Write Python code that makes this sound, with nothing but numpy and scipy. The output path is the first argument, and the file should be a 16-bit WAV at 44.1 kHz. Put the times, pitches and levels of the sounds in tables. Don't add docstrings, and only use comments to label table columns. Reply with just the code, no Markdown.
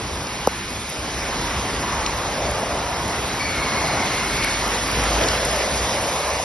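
import sys
import numpy as np
from scipy import signal
from scipy.fft import rfft, irfft
from scipy.io import wavfile
from scipy.ndimage import uniform_filter1d

SR = 44100
rng = np.random.default_rng(int(sys.argv[2]) if len(sys.argv) > 2 else 0)


def gain_from_decibels(decibels):
    exponent = np.asarray(decibels, float) / 20
    return 10 ** exponent


def generate_wav(signal):
    frames = np.transpose(np.atleast_2d(signal))
    scaled = np.clip(frames, -1, 1) * 32767
    pcm = np.round(scaled).astype(np.int16)
    wavfile.write(sys.argv[1], SR, pcm)


N = 283984

# time in seconds, bow wave in dB, thrown spray in dB.
FLOOD = [(0.0, -2.5, -3), (0.15, -1.5, -3), (0.5, -3, -3), (0.88, -5, -1.5), (1.22, -1, 0), (1.45, 0, 0.5),
         (1.92, 1, -0.5), (2.87, -0.5, -1.5), (3.16, -0.5, 1.5), (3.5, 0, 0), (3.9, 2.5, 2.5),
         (4.6, 1, 4.5), (4.91, 3, 4), (5.18, 4, 5.5), (5.4, 1.5, 5.5), (5.8, 0, 5), (6.1, -1.5, 4.5),
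         (6.44, -3.5, 4.5)]


def evened(x):
    return x / np.sqrt(np.mean(abs(x) ** 2) + 1e-20)


def read(points, hz):
    f, value = np.transpose(points)
    return np.interp(np.log(hz + 1), np.log(f + 1), value)


def follow(rows, t):
    s, *columns = np.transpose(rows)
    return [np.interp(t, s, c) for c in columns]


def add(mix, start_s, sound):
    part = mix[round(start_s * SR):][:len(sound)]
    part += sound[:len(part)]


def resonate(x, hz, width_hz):
    turn = np.exp(2j * np.pi * np.cumsum(hz * np.ones(len(x))) / SR)
    r = np.exp(-np.pi * width_hz / SR)
    smooth = signal.lfilter([1 - r], [1, -r], x / turn + 1e-18)
    return 2 * (turn * smooth).real


def swells(rows, t, rest_db, width_s):
    power = sum(gain_from_decibels(2 * db) * np.exp(-((t - s) / width_s) ** 2) for s, db in rows)
    return 10 * np.log10(power + gain_from_decibels(2 * rest_db))


def layer_db():
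    # level in dB, share of the bow wave, share of the thrown spray.
    layers = [
        (-34, 0.64, -.1),
        (-27.5, 1.13, 0.005),
        (-29.5, 0.31, 0.66),
        (-39, .01, 0.8),
    ]
    t = np.arange(N // 256 + 5) * 256 / SR
    wave_db, spray_db = follow(FLOOD, t)
    return t, [db + a * wave_db + b * spray_db for db, a, b in layers]


def water(patchy_db, flicker_db):
    # frequency in Hz, density in dB per Hz.
    rumble = [(20, -42), (32, -6), (58, -8.5), (110, -6.5), (300, -18), (600, -31.5), (1200, -60)]
    churn = [(100, -6.5), (250, -1.5), (550, -2.5), (800, -2.5), (1000, -1), (1400, -6.5), (2200, -9.5),
             (4000, -34)]
    hiss = [(500, -20), (1300, -9), (2200, -2), (2700, -3.5), (3700, -5), (4600, -6.5), (5100, -4.5),
            (6800, -6.5), (9000, -35)]
    spray = [(4000, -34.5), (6500, -24), (8000, 3), (9300, 2), (11300, -2), (11800, -10.5), (12300, -68)]
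    # middle in seconds, half length in seconds, pitch in Hz,
    # lift in dB.
    pockets = [(0.6, 0.11, 580, -4), (1.3, 0.072, 610, 3), (2.55, 0.33, 587, 7.5), (3.117, 0.21, 660, 3.5),
               (2.92, 0.35, 1020, 3.5), (3.72, 0.24, 1140, 1.5), (4.4, .2, 1080, -1), (3.95, 0.23, 760, 4),
               (4.68, .15, 780, 1.5), (1.95, 0.22, 1050, 2.5), (5.2, 0.23, 550, 4), (5.57, 0.41, 556, 6),
               (6.3, 0.55, 600, 9.5), (6.3, 0.47, 990, 6), (0.15, 0.18, 1940, -6), (1.27, 0.12, 1900, 2),
               (3.45, 0.28, 1850, 1.5), (4.454, 0.31, 1900, 4), (5.6, 0.37, 1900, 3)]
    pocket_width = 0.33
    frames = N // 256 + 5
    hz = np.fft.rfftfreq(1024, 1 / SR)[:, None]
    t, levels_db = layer_db()

    hollow_db = 0
    for middle_s, half_s, pocket_hz, lift_db in pockets:
        off_pitch = np.log((hz + 1) / pocket_hz) / pocket_width
        off_time = (t - middle_s) / half_s
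        hollow_db = hollow_db + lift_db * np.exp(-off_pitch ** 2 - off_time ** 2)

    power = 0
    for shape, level_db, lift_db in zip((rumble, churn, hiss, spray), levels_db, (0, hollow_db, 0, 0)):
        power = power + (evened(gain_from_decibels(read(shape, hz))) * gain_from_decibels(level_db + lift_db)) ** 2

    a, b, c, d, patches, gusts = rng.standard_normal((frames, 513, 6)).T
    patches = uniform_filter1d(patches, size=10, axis=0)
    patches = evened(uniform_filter1d(patches, size=16, axis=1))
    gusts = uniform_filter1d(gusts, size=120, axis=0)
    gusts = evened(uniform_filter1d(gusts, size=4, axis=1))
    treble = np.clip(hz / 9500, .25, 1)
    uneven_db = patchy_db * patches + flicker_db * treble * gusts
    z = np.array([a + 1j * b, c + 1j * d]) * np.sqrt(power) * gain_from_decibels(uneven_db)
    sound = signal.istft(z, nperseg=1024, noverlap=768)[1][:, :N]
    return evened(sound) * np.sqrt(power.mean())


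def droplets(per_s, spread_db, level_db):
    size = gain_from_decibels(spread_db * np.minimum(rng.exponential(1, N), 4))
    size = size * (rng.random(N) < per_s / SR)
    kind = rng.integers(0, 16, N)
    out = np.zeros(N)
    for k, hz in enumerate(np.geomspace(2400, 11200, num=16)):
        turns = np.arange(400) * hz / SR
        grain = np.sin(2 * np.pi * turns) * turns * np.exp(-turns / 3.3)
        out += signal.oaconvolve(size * (kind == k), grain)[:N]
    swell_db = follow(FLOOD, np.arange(N) / SR)[1]
    return gain_from_decibels(level_db + swell_db) * evened(out)


def hum(rows, width_hz, wobble, octave_db, clear):
    t = np.arange(rows[0][0], rows[-1][0], 1 / SR)
    hz, level_db = follow(rows, t)
    hz = hz * (1 + wobble * evened(uniform_filter1d(rng.standard_normal(len(t)), size=1500)))
    noise = rng.standard_normal((2, len(t)))
    steady = np.sin(2 * np.pi * np.cumsum(hz) / SR)
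    fuzz = evened(resonate(resonate(noise[0], hz, width_hz), hz, width_hz))
    octave_hz = 1.96 * hz
    octave = resonate(noise[1], octave_hz, 1.5 * width_hz)
    octave = evened(resonate(octave, octave_hz, 1.5 * width_hz))
    sound = evened(clear * steady + fuzz) + gain_from_decibels(octave_db) * octave
    out = np.zeros(N)
    add(out, t[0], gain_from_decibels(level_db) * sound * signal.windows.tukey(len(t), .03))
    return out


def engine():
    # time in seconds, level in dB.
    loads = [
        (4.45, -36),
        (4.62, -33),
        (4.96, -31),
        (5.1, -28),
        (5.24, -29.5),
        (5.56, -35),
        (5.8, -35),
        (6.35, -36),
    ]
    # time in seconds, firing rate in Hz, level in dB.
    crawl = [
        (1.1, 45, -48),
        (1.45, 43.5, -39),
        (2.1, 43, -37),
        (2.45, 44.5, -40),
        (2.9, 48, -40),
        (3.25, 51, -45),
        (3.4, 52, -52),
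    ]
    pull_s, pull_hz, climb_hz_per_s = 4.2, 48.3, 7.4
    t = np.linspace(pull_s, N / SR, num=200)
    firing_hz = pull_hz + climb_hz_per_s * (t - pull_s)
    pull = np.transpose([t, firing_hz, swells(loads, t, rest_db=-42, width_s=.1)])
    return hum(pull, 1.5, 0.0035, -22.0, 4.5) + hum(crawl, 4.0, 0.01, -22.0, 2.5)


def boom():
    # time in seconds, level in dB.
    waves = [(0.0, -36), (0.17, -36), (1.16, -35), (1.4, -38), (1.56, -35), (1.75, -33), (2.0, -37),
             (2.14, -35), (2.3, -34), (2.5, -36), (2.72, -36), (3.47, -37), (3.8, -35), (3.95, -39),
             (4.3, -37)]
    boom_hz, end_s = 63, 3.9
    t = np.linspace(0, end_s, num=400)
    level_db = swells(waves, t, rest_db=-43.5, width_s=0.04)
    return hum(np.transpose([t, boom_hz + 0 * t, level_db]), 26, .04, -22.0, 0.95)


def belt():
    # time in seconds, pitch in Hz, level in dB.
    squeal = [
        (3.375, 2310, -31),
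        (3.41, 2290, -29.5),
        (3.56, 2180, -29.5),
        (3.7, 2165, -32),
        (3.85, 2150, -31.5),
        (4.1, 2110, -33),
        (4.32, 2150, -32),
        (4.53, 2230, -29.5),
        (4.64, 2250, -41),
    ]
    return hum(squeal, 170, 0.006, -6.5, 0.7)


def taps(rows, trim_db):
    out = np.zeros(N)
    t = np.arange(2500) / SR
    for (s, db, hz, t60_s, width_hz), noise in zip(rows, rng.standard_normal((len(rows), 2500))):
        decay = gain_from_decibels(-60 * t / max(t60_s, .002))
        burst = np.sign(noise) * decay * (1 - np.exp(-t / 0.00014))
        burst = resonate(resonate(burst, hz, width_hz), hz, width_hz)
        add(out, s, gain_from_decibels(db + trim_db) * burst / abs(burst).max())
    return out


def splats():
    # time in seconds, peak in dB, centre in Hz, t60 in seconds.
    hits = [(.1727, -23, 5100, .012), (.2696, -20, 4900, .012), (.4718, -14.5, 6000, .007),
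            (1.924, -23, 5900, .012), (2.0626, -14, 2700, .008), (2.0627, -11.5, 5100, .008),
            (2.0655, -18, 5200, .012), (4.425, -18, 2400, .12), (4.4345, -17, 3200, .04),
            (4.4375, -17, 5500, .02), (4.446, -16, 2000, .1), (5.21, -18, 2000, .1),
            (5.2355, -16, 4800, .01), (5.2382, -14, 3600, .016), (5.2855, -10, 5100, .014)]
    width_hz = 1900
    return taps([(*row, width_hz) for row in hits], 1.5)


def ticks():
    # time in seconds, peak in dB, centre in Hz.
    hits = [(0.4732, -15.5, 10900), (0.7043, -32, 10100), (0.8935, -22, 10400), (0.898, -26, 10100),
            (0.901, -18, 11000), (1.51, -36, 10000), (1.9305, -35, 9470), (2.3825, -34, 10200),
            (2.5125, -20, 10300), (3.081, -20, 9750), (4.4455, -11, 10400), (4.6803, -21, 10800),
            (4.8335, -20, 10100), (4.8773, -20, 10000), (4.9152, -18, 9740), (5.0404, -16, 9520),
            (5.1506, -22, 10400), (5.4515, -9, 9280), (5.4734, -24, 11100), (5.514, -17, 10900),
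            (5.5628, -19, 10700)]
    t60_s, width_hz = .0045, 3500
    return taps([(*row, t60_s, width_hz) for row in hits], 1.9)


def knock():
    # frequency in Hz, level in dB, t60 in seconds.
    modes = [
        (520, 0, .0365),
        (816, 10, .0102),
        (1184, 2.3, .0091),
    ]
    start_s, level_db = .47289, .3
    t = np.arange(2500) / SR
    ring = 0
    for k, (hz, db, t60_s) in enumerate(modes):
        ring = ring + (-1) ** k * gain_from_decibels(db - 60 * t / t60_s) * np.sin(2 * np.pi * hz * t)
    thud = gain_from_decibels(-8.4 - 60 * t / .06) * np.sin(2 * np.pi * 250 * t)
    grip = (1 - np.exp(-(t / .002) ** 2)) * np.exp(-(t / .007) ** 4)
    out = np.zeros(N)
    add(out, start_s, gain_from_decibels(level_db) * (ring + thud) * grip)
    return out


def scene():
    blow = [[1], [0]] * knock()
    patter = droplets(per_s=810, spread_db=7.1, level_db=-51)
    car = belt() + engine() + boom()
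    return water(patchy_db=1.15, flicker_db=1.1) + car + patter + splats() + ticks() + blow


def thinned(pair, weak_db, hole_db, top_hz):
    hz, _, z = signal.stft(pair, SR, nperseg=2048, noverlap=1536)
    band = np.arange(len(hz)) // 12
    block = np.arange(z.shape[2]) // 2 * 2
    power = np.add.reduceat(abs(z) ** 2, np.arange(0, len(hz), 12), axis=1) / 12
    power = uniform_filter1d(power, size=2, axis=2)[:, :, block]
    luck_db = rng.standard_normal(power.shape[:0:-1]).T[:, block]
    kept = power > power[::-1] * gain_from_decibels(2 * (weak_db + 4.5 * luck_db))
    loud = abs(z) ** 2 > power.sum(axis=0)[band] * gain_from_decibels(2 * hole_db)
    under_top = hz[:, None] < top_hz * (1 + .012 * luck_db[0])
    z = z * kept[:, band] * loud * under_top
    return signal.istft(z, SR, nperseg=2048, noverlap=1536)[1][:, :N]


def band_limit(x):
    return signal.sosfilt(signal.butter(12, 12350, fs=SR, output="sos"), x)


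def record(dry):
    # frequency in Hz, side over mid in dB.
    side_db = [(60, -16), (750, -8.5), (1800, -13.5), (2200, -5.5), (2700, -1.5), (4500, -2), (5350, -10.5),
               (5800, -3), (6300, 3.5), (7100, 18.5), (8200, 21), (9000, 4.5), (9600, -2), (10900, -25)]
    # frequency in Hz, lead of side over mid in radians.
    side_turn = [(1700, -1.4), (1900, 2.05), (7500, 1.63), (8200, -1.65)]
    tied = .7
    hz = np.fft.rfftfreq(N, 1 / SR)
    share = np.arctan(gain_from_decibels(read(side_db, hz)))
    alike, other = rfft(dry) / np.sqrt(1 + (42 / (hz + 1)) ** 9)
    turned = np.exp(1j * read(side_turn, hz)) * alike
    mid = np.cos(share) * alike
    side = np.sin(share) * (tied * turned + np.sqrt(1 - tied ** 2) * other)
    mid, side = thinned(irfft(np.array([mid, side]), N), weak_db=-7.5, hole_db=-10.5, top_hz=11750)
    return band_limit(np.array([mid + side, mid - side]))


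dry = scene()
out = record(dry)
generate_wav(out)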